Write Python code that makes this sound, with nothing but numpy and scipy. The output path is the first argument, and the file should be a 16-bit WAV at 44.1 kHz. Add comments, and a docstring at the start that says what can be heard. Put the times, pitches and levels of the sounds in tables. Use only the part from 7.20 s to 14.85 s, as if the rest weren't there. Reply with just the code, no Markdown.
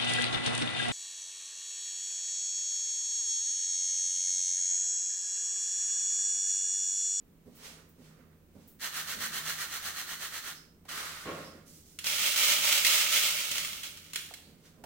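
"""A bare tiled room, heard on a close pair of microphones over quiet air and a low hum.
Soft steps, scuffs and thin hisses come first, then a metal tray of unhusked rice is shaken to and fro,
the husks scraping its floor. Among faint squeaks and a knock, a hand digs out a fistful and lifts it.
The grain runs from the fist, drums into a big cut-off plastic bottle and thins to single kernels
ticking on its wall. A few more steps and two light knocks end the scene."""
import sys
import numpy as np
from scipy import signal
from scipy.fft import rfft, irfft, next_fast_len
from scipy.io import wavfile
from scipy.ndimage import uniform_filter1d

SR = 44100
rng = np.random.default_rng(int(sys.argv[2]) if len(sys.argv) > 2 else 0)


def bounce(signal):
    """Save signal as a 16-bit WAV file at the path given by the first command-line argument."""
    frames = np.transpose(np.atleast_2d(signal))
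    limited = np.clip(frames, -1, 1)
    pcm = np.round(limited * 32767).astype(np.int16)
    wavfile.write(sys.argv[1], SR, pcm)


N = 337365
TIME = np.arange(N) / SR
SIZE = next_fast_len(N + SR, True)
FREQ = np.maximum(np.arange(SIZE // 2 + 1) * SR / SIZE, 1)
LEFT_RIGHT = np.array([[1], [-1]])

# The echo of the tiles. Each row: frequency in Hz, seconds to fall by 60 dB.
ROOM_T60 = [(100, 1), (500, 0.76), (2000, 0.48), (5000, 0.47), (15000, 0.43)]
# The lines of the low hum. Each row: frequency in Hz, width in Hz, level in dB.
HUM_LINES = [(55.2, 8.6, -76.5), (84.8, 7, -69), (159.5, 8.6, -65.5)]

# Sounds that start quickly and die away. Each row: start in seconds, level in dB, decay in seconds.
STEPS = [(.255, -43.5, 0.024), (.78, -47, .027), (.96, -56.5, 0.054), (1.345, -44.5, 0.032),
         (1.92, -49.5, 0.11), (4.34, -53.5, 0.072), (7.26, -54.5, .07), (7.57, -50, 0.052)]  # soft steps and shifts of weight
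HISSES = [(.349, -50, 0.034), (.685, -55.5, 0.027), (1.472, -48.5, 0.046)]
KNOCKS = [(3.651, -49, 0.0087), (7.107, -42, 0.0065), (7.638, -36.5, 0.0065)]
CRUNCHES = [(4.05, -28.5, 0.052), (4.15, -40, 0.062), (4.33, -66, 0.024)]  # the fist closing on the grain
# Brushing sounds. Each row: peak time in seconds, level in dB, rise and fall time in seconds.
SCUFFS = [(.455, -44.5, 0.05), (.56, -72, 0.018), (.85, -59.5, 0.053), (1.42, -63.5, 0.054),
          (7.46, -55.5, 0.027)]
TRAY_RUBS = [(.59, -58, .025), (.91, -66, .04), (1.0, -65.5, 0.055), (1.13, -71, 0.032), (4.23, -52.5, .03),
             (4.375, -59.5, 0.028), (7.57, -70, 0.046)]
# Faint squeaks. Each row: start in seconds, level in dB, decay in seconds, pitch in Hz.
SQUEAKS = [(3.35, -52, .04, 5170), (4.24, -55, .05, 5150), (6.77, -55, .025, 4150), (7.23, -59, .035, 4300)]
# Grain moved by the hand. Each row: start in seconds, level in dB, length in seconds.
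RAKES = [(3.648, -62, .03), (3.681, -38, 0.091), (3.765, -40, 0.085), (3.9, -45.5, 0.087), (4.0, -50, .05),
         (4.08, -50.5, 0.13)]  # fingers pushing through it
SIFTS = [(4.45, -54.5, 0.12), (4.64, -58, 0.094)]  # kernels falling off the lifted fist
SPURTS = [(4.98, -28.5, .1), (5.16, -23.5, .17), (5.41, -25.5, 0.17), (5.64, -24, 0.17),
          (5.9, -22.5, 0.071), (6.01, -28, 0.082), (6.15, -32, 0.051), (6.31, -34.5, 0.075),
          (6.622, -37, 0.033)]  # fingers loosening over the bottle
# Grain striking the bottle. Each row: start in seconds, relative level in dB.
STRAY_KERNELS = [(4.788, -25), (6.314, -19), (6.38, -19), (6.448, -22.5), (6.53, -29), (6.633, -25.5),
                 (6.7723, -34), (6.933, -26.5), (6.9455, -29), (6.958, -17.5), (7.0594, -39),
                 (7.138, -30.5)]
CLUMPS = [(4.8417, -22.5), (4.866, -18.5), (5.0694, -23.5), (5.1597, -15), (5.476, -18), (5.4895, -16),
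          (5.5247, -16), (5.6467, -11), (5.666, -12)]

# The broad tone of each source. Each row: frequency in Hz, relative level in dB.
AIR_COLOUR = [(15, -5.5), (30, -1), (110, -7), (200, 0), (420, -7.5), (800, -21), (1250, -23), (2200, -27),
              (5000, -33), (11000, -31.5), (15500, -26)]
STEP_COLOUR = [(50, -15), (110, -8), (160, -14.5), (230, 3), (330, -12.5), (500, -8), (800, -23),
               (2500, -38)]
HISS_COLOUR = [(500, -27), (6000, -15), (10000, -7), (13000, -5), (15500, 2)]
SCUFF_COLOUR = [(150, -10), (450, -2), (750, -5), (1200, -1.5), (3000, -2), (5500, -2), (9000, -5.5),
                (15500, -12)]
RUB_COLOUR = [(200, -16), (450, 4), (800, -11), (1250, 0.5), (2000, -5.5), (3400, -15), (8000, -22)]
SLIDE_COLOUR = [(150, -23.5), (400, -18.5), (750, -13.5), (1000, -11.5), (1300, -2.5), (1800, -2),
                (2400, -7), (4000, -5.5), (5000, -8), (6500, -7.5), (9000, -10.5), (15500, -10)]
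RAKE_COLOUR = [(150, -19), (350, -12.5), (700, -10.5), (950, -8), (1250, 2.5), (1850, -0.5), (2400, -3.5),
               (4000, -4), (7000, -7.5), (15500, -12.5)]
CRUNCH_COLOUR = [(60, -17), (150, -4.5), (300, 1.5), (420, -3), (560, 0.5), (780, -7), (1400, -4.5),
                 (2500, -8), (4500, -18), (9000, -53)]
KNOCK_COLOUR = [(150, -19), (700, -12), (1500, -19), (4000, -22.5), (12000, -25)]
SIFT_COLOUR = [(700, -31), (1400, -13), (3000, -8.5), (6300, -0.5), (11000, -4.5), (15500, -4)]
BOTTLE_WALL_COLOUR = [(300, -26), (800, -34), (1300, -19), (2000, -15), (3000, -11.5), (5000, -17.5),
                      (9500, -17.5), (15500, -21)]
POUR_COLOUR = [(200, -26), (430, -21), (600, -20.5), (760, -20), (1100, -15), (1700, -7), (2300, 0),
               (3100, 2), (4500, -2), (7000, -3.2), (9700, -6), (12000, -7.5), (15700, -5)]

# Resonances of the struck bodies. Each row: frequency in Hz, width in Hz, gain in dB re the broad tone.
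TRAY_PANEL_MODES = [(1250, 125, -14.5), (1810, 110, -13), (3040, 280, -11.5), (4240, 52, 3.5),
                    (6270, 260, -8)]
TRAY_FLOOR_MODES = [(90, 13, 16), (162, 26, 4), (325, 58, 0.5), (500, 150, 3.5), (1090, 31, 9),
                    (1320, 84, -2), (1920, 60, -20)]
KNOCK_MODES = [(760, 170, 9), (1250, 150, -3)]
BOTTLE_WALL_MODES = [(2600, 260, -26.5), (3300, 41, 6.5), (4200, 83, 6), (5380, 120, 5), (6980, 210, 3.5)]
BOTTLE_MODES = [(587, 45, 12), (890, 49, 5), (1270, 135, 6.5), (2150, 170, -8), (3250, 67, -16.5),
                (5270, 160, -9.5), (6400, 330, -12.5)]


def undb(db):
    """Decibels to gain."""
    return 10 ** (np.asarray(db) / 20)


def unit(x):
    """Scale to rms 1."""
    return x / np.sqrt(np.mean(np.abs(x) ** 2))


def over_pitch(rows, hz):
    """Read (Hz, value) rows on a log-frequency axis."""
    f, value = np.transpose(rows)
    return np.interp(np.log(hz), np.log(f), value)


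def resonance(hz, width):
    """Response of one damped mode, 1 at its centre."""
    return 1 / (1 + 1j * (FREQ / hz - hz / FREQ) * hz / width)


def through(x, response):
    """Filter by a frequency response."""
    return irfft(rfft(x, SIZE) * response, SIZE)[..., :N]


def noise_band(hz, width):
    """A wavering tone of rms 1: noise through a resonance, twice."""
    return unit(through(rng.standard_normal(N), resonance(hz, width) ** 2))


def body(colour, modes=()):
    """Causal response of unit power: a broad colour with modes standing out of it."""
    cepstrum = irfft(np.log(undb(over_pitch(colour, FREQ))), SIZE)
    broad = np.exp(rfft(2 * cepstrum[:SIZE // 2], SIZE))
    return unit(broad * (1 + sum(undb(db) * resonance(hz, width) for hz, width, db in modes)))


def impacts(gain, per_s, spread_db):
    """Random tiny impacts of uneven size, per_s a second, whose rms follows gain."""
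    chance = np.clip(per_s / SR, 1e-4, 1)
    size = unit(undb(spread_db * np.clip(rng.standard_normal(N), -2, 2))) * rng.choice([-1, 1], N)
    return gain * size * (rng.random(N) < chance) / np.sqrt(chance)


def bursts(rows, rise_s):
    """Gain of (s, dB, decay s) blows that swell and die away."""
    power = np.zeros(N)
    for s, db, decay in rows:
        start = int(s * SR)
        age = TIME[:max(N - start, 0)][:SR]
        blow = undb(db) * (1 - np.exp(-age / rise_s)) * np.exp(-age / decay)
        power[start:start + len(age)] += blow ** 2
    return np.sqrt(power)


def held(rows, rise_s, fall_s):
    """Gain of (s, dB, length s) moves: a straight attack, a hold, an exponential release."""
    power = np.zeros(N)
    for s, db, length in rows:
        attack = np.clip((TIME - s) / rise_s, 0, 1)
        release = np.exp(-np.clip(TIME - s - length, 0, 2) / fall_s)
        power += (undb(db) * attack * release) ** 2
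    return np.sqrt(power)


def swells(rows):
    """Gain of (s, dB, rise and fall s) brushes that grow and fade alike."""
    return sum(undb(db) * np.exp(-abs(TIME - s) / slope_s) for s, db, slope_s in rows)


def room_tail(alike_hz=750, early_db=4, early_s=0.0032):
    """Near reflections, then diffuse echo: bass is alike at both microphones, treble dies first."""
    t, hz = TIME[:SR], np.maximum(np.arange(SR // 2 + 1), 1)
    mid, side = rfft(rng.standard_normal((2, SR)))
    alike = .92 / (1 + (hz / alike_hz) ** 4)
    both = mid * np.sqrt(1 + alike) + LEFT_RIGHT * side * np.sqrt(1 - alike)
    octave = np.clip(np.log2(hz / 125), 0, 7)
    early = undb(early_db) * np.exp(-t / early_s)
    tail = 0
    for k in range(8):
        band = irfft(both * np.maximum(1 - abs(octave - k), 0), SR)
        late = undb(-60 * t / over_pitch(ROOM_T60, 125 * 2 ** k))
        tail = tail + band * unit(early + late)
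    return rfft(tail / np.sqrt(2 * SR), SIZE)


def room_spots(lag_s=.0001, count=6):
    """Spots where an impact may land, each with its own lag between the microphones and its own echo."""
    lags = np.linspace(-lag_s, lag_s, count)
    return [(np.exp(1j * np.pi * FREQ * lag * LEFT_RIGHT), room_tail()) for lag in lags]


def place(hits, response, spots, wet_db, pan_db):
    """Deal hits among the spots, ring the body, carry it to the pair; negative pan_db is to the right."""
    spot, wet = rng.integers(0, len(spots), N), undb(wet_db)
    heard = sum(rfft(hits * (spot == k), SIZE) * (direct + wet * echo)
                for k, (direct, echo) in enumerate(spots))
    balance = undb(LEFT_RIGHT * pan_db / 2)
    return irfft(heard * response, SIZE)[:, :N] / np.hypot(1, wet) * balance


def room_tone(air_db=-63, side_db=-12, wide_hz=1200, swell_at_s=2.27, swell_db=13.5, swell_s=0.085):
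    """Quiet air, wider towards the treble, and a wavering low hum whose top line swells once."""
    mid, side = through(rng.standard_normal((2, N)), body(AIR_COLOUR))
    side = through(side, np.minimum(undb(side_db) + FREQ / wide_hz / 2, 1))
    air = undb(air_db) * (mid + LEFT_RIGHT * side)
    lines = [undb(db) * noise_band(hz, width) for hz, width, db in HUM_LINES]
    hum = sum(lines) + lines[-1] * swells([(swell_at_s, swell_db, swell_s)])
    return (air + hum) * undb(-1.1 * LEFT_RIGHT)


def footsteps(spots):
    """Feet land softly on the tiles with a dull thud, right of centre."""
    hits = impacts(bursts(STEPS, rise_s=0.013), per_s=3000, spread_db=1)
    return place(hits, body(STEP_COLOUR), spots, wet_db=2, pan_db=-5)


def hisses():
    """Brief thin hisses, dry and the same in both microphones."""
    hits = impacts(bursts(HISSES, rise_s=0.0055), per_s=12000, spread_db=2)
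    return through(hits, body(HISS_COLOUR))


def scuffs(spots):
    """Feet and clothes brush softly off-mic, more room than direct sound."""
    hits = impacts(swells(SCUFFS), per_s=12000, spread_db=5.5)
    return place(hits, body(SCUFF_COLOUR), spots, wet_db=7, pan_db=-3.5)


def handled_tray(spots):
    """The tray rubs dully in the hand that carries it, off to the right."""
    hits = impacts(swells(TRAY_RUBS), per_s=6000, spread_db=3)
    return place(hits, body(RUB_COLOUR), spots, wet_db=5, pan_db=-7)


def shaken_tray(spots, first_s=1.65, strokes=14, gap_s=.1305, quicken_s=.00076, half_stroke_s=0.07,
                shake_db=-33, ease_at_s=2.4, ease_db_per_s=4, shift_db=-12):
    """Close up, the bed of grain slides once a stroke; the faster, the more husks scrape the metal."""
    gaps = gap_s - quicken_s * (np.arange(strokes - 1) + .5)
    peaks = first_s + np.cumsum(np.r_[0, gaps])
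    speed = np.zeros(N)
    for s, (force, reach) in zip(peaks, rng.standard_normal((strokes, 2))):
        half_s = half_stroke_s * np.exp(0.084 * reach)
        phase = np.clip((TIME - s) / half_s, -1, 1)
        speed += undb(0.5 * force) * np.cos(np.pi / 2 * phase) ** 2
    # The grain keeps shifting between strokes; the arm holds its effort, then eases off.
    shifting = held([(first_s, shift_db, peaks[-1] - first_s)], rise_s=half_stroke_s, fall_s=0.046)
    effort = undb(shake_db - ease_db_per_s * np.maximum(TIME - ease_at_s, 0))
    hard_throw = swells([(2.297, -34, 0.041)])  # one stroke throws the grain against the end wall
    gain = np.hypot(np.hypot(speed, shifting) * effort, hard_throw)
    hits = impacts(gain, per_s=2000 + 14000 * gain / gain.max(), spread_db=4)
    return place(hits, body(SLIDE_COLOUR, TRAY_PANEL_MODES), spots, wet_db=-2.5, pan_db=-2.5)


def squeaks(spots, width_hz=900):
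    """Short, rough, high squeaks from one spot well to the right."""
    tones = sum(bursts([(s, db, decay)], rise_s=0.0037) * noise_band(hz, width_hz)
                for s, db, decay, hz in SQUEAKS)
    return place(tones, 1, spots[:1], wet_db=2, pan_db=-10)


def digging_hand(spots):
    """Fingers rustle into the grain, then close on the tray floor, which rumbles with the crunch."""
    rustle = impacts(held(RAKES, rise_s=0.0084, fall_s=0.096), per_s=8000, spread_db=5.5)
    crunch = impacts(bursts(CRUNCHES, rise_s=0.021), per_s=4000, spread_db=0.5)
    return (place(rustle, body(RAKE_COLOUR), spots, wet_db=4, pan_db=-2.5)
            + place(crunch, body(CRUNCH_COLOUR, TRAY_FLOOR_MODES), spots, wet_db=3.5, pan_db=-1.5))


def knocks(spots):
    """Light knocks, fairly near, ring two hollow modes."""
    hits = impacts(bursts(KNOCKS, rise_s=.001), per_s=9000, spread_db=2)
    return place(hits, body(KNOCK_COLOUR, KNOCK_MODES), spots, wet_db=-0.5, pan_db=-3.5)


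def lifted_fist(spots):
    """Loose kernels sift from the fist back onto the grain with a fine, bright rustle."""
    hits = impacts(held(SIFTS, rise_s=0.024, fall_s=0.068), per_s=5000, spread_db=2)
    return place(hits, body(SIFT_COLOUR), spots, wet_db=2, pan_db=-4)


def stray_kernels(spots, strike_db=-2, skitter_s=0.0044, rattle_db=-24, rattle_s=0.11):
    """Single kernels strike the plastic wall, skitter for some milliseconds and rattle to rest."""
    striking = bursts([(s, db + strike_db, skitter_s) for s, db in STRAY_KERNELS], rise_s=0.00043)
    settling = bursts([(s, db + rattle_db, rattle_s) for s, db in STRAY_KERNELS], rise_s=0.0062)
    ticks = impacts(striking, per_s=16000, spread_db=2)
    rattle = impacts(settling, per_s=2500, spread_db=7)
    return (place(ticks, body(BOTTLE_WALL_COLOUR, BOTTLE_WALL_MODES), spots[::2], wet_db=0, pan_db=-2.6)
            + place(rattle, body(BOTTLE_WALL_COLOUR), spots, wet_db=1, pan_db=-2.6))


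def poured_grain(spots, open_s=4.836, thinning_s=6.04, empty_s=6.67, stream_db=-30,
                 trickle_db=-54, trickle_end_s=6.92, rise_s=.022, fall_s=0.03,
                 dribble_db=1.3, dribble_s=.007, clump_db=1, clump_s=0.0046):
    """Grain spurts from the fist and drums on the bottle floor; a thinner stream has fewer kernels."""
    opening = np.clip((TIME - open_s) / rise_s, 0, 1)
    left_in_fist = np.clip((empty_s - TIME) / (empty_s - thinning_s), 0, 1)
    # Kernels that stick to the palm trickle on after the stream.
    trickle = held([(open_s, trickle_db, trickle_end_s - open_s)], rise_s, fall_s)
    steady = undb(stream_db) * opening * left_in_fist + trickle
    flow = np.hypot(steady, held(SPURTS, rise_s, fall_s))
    dribble = unit(uniform_filter1d(rng.standard_normal(N), int(dribble_s * SR)))
    clumps = bursts([(s, db + clump_db, clump_s) for s, db in CLUMPS], rise_s=0.00093)
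    gain = np.hypot(flow * undb(dribble_db * dribble), clumps)
    hits = impacts(gain, per_s=1200 + 7000 * gain / flow.max(), spread_db=3.5)
    return place(hits, body(POUR_COLOUR, BOTTLE_MODES), spots, wet_db=2.5, pan_db=-3)


def scene():
    """The shaken tray close to the microphones, the bottle further back, both a little to the right."""
    spots = room_spots()
    return (room_tone() + footsteps(spots) + hisses() + scuffs(spots)
            + handled_tray(spots) + shaken_tray(spots) + squeaks(spots)
            + digging_hand(spots) + knocks(spots) + lifted_fist(spots)
            + stray_kernels(spots) + poured_grain(spots))


def record(dry, left_dip_hz=10900, right_dip_hz=11500, dip_width_hz=1800, dip_db=-6, top_hz=16000):
    """Each microphone port has a dip in the treble; the recorder cuts the top steeply."""
    depth = 1 - undb(dip_db)
    ports = np.array([1 - depth * resonance(hz, dip_width_hz) for hz in (left_dip_hz, right_dip_hz)])
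    top_cut = signal.ellip(12, .1, 80, top_hz, fs=SR, output="sos")
    return signal.sosfilt(top_cut, through(dry, ports))


dry = scene()
out = record(dry)
bounce(out)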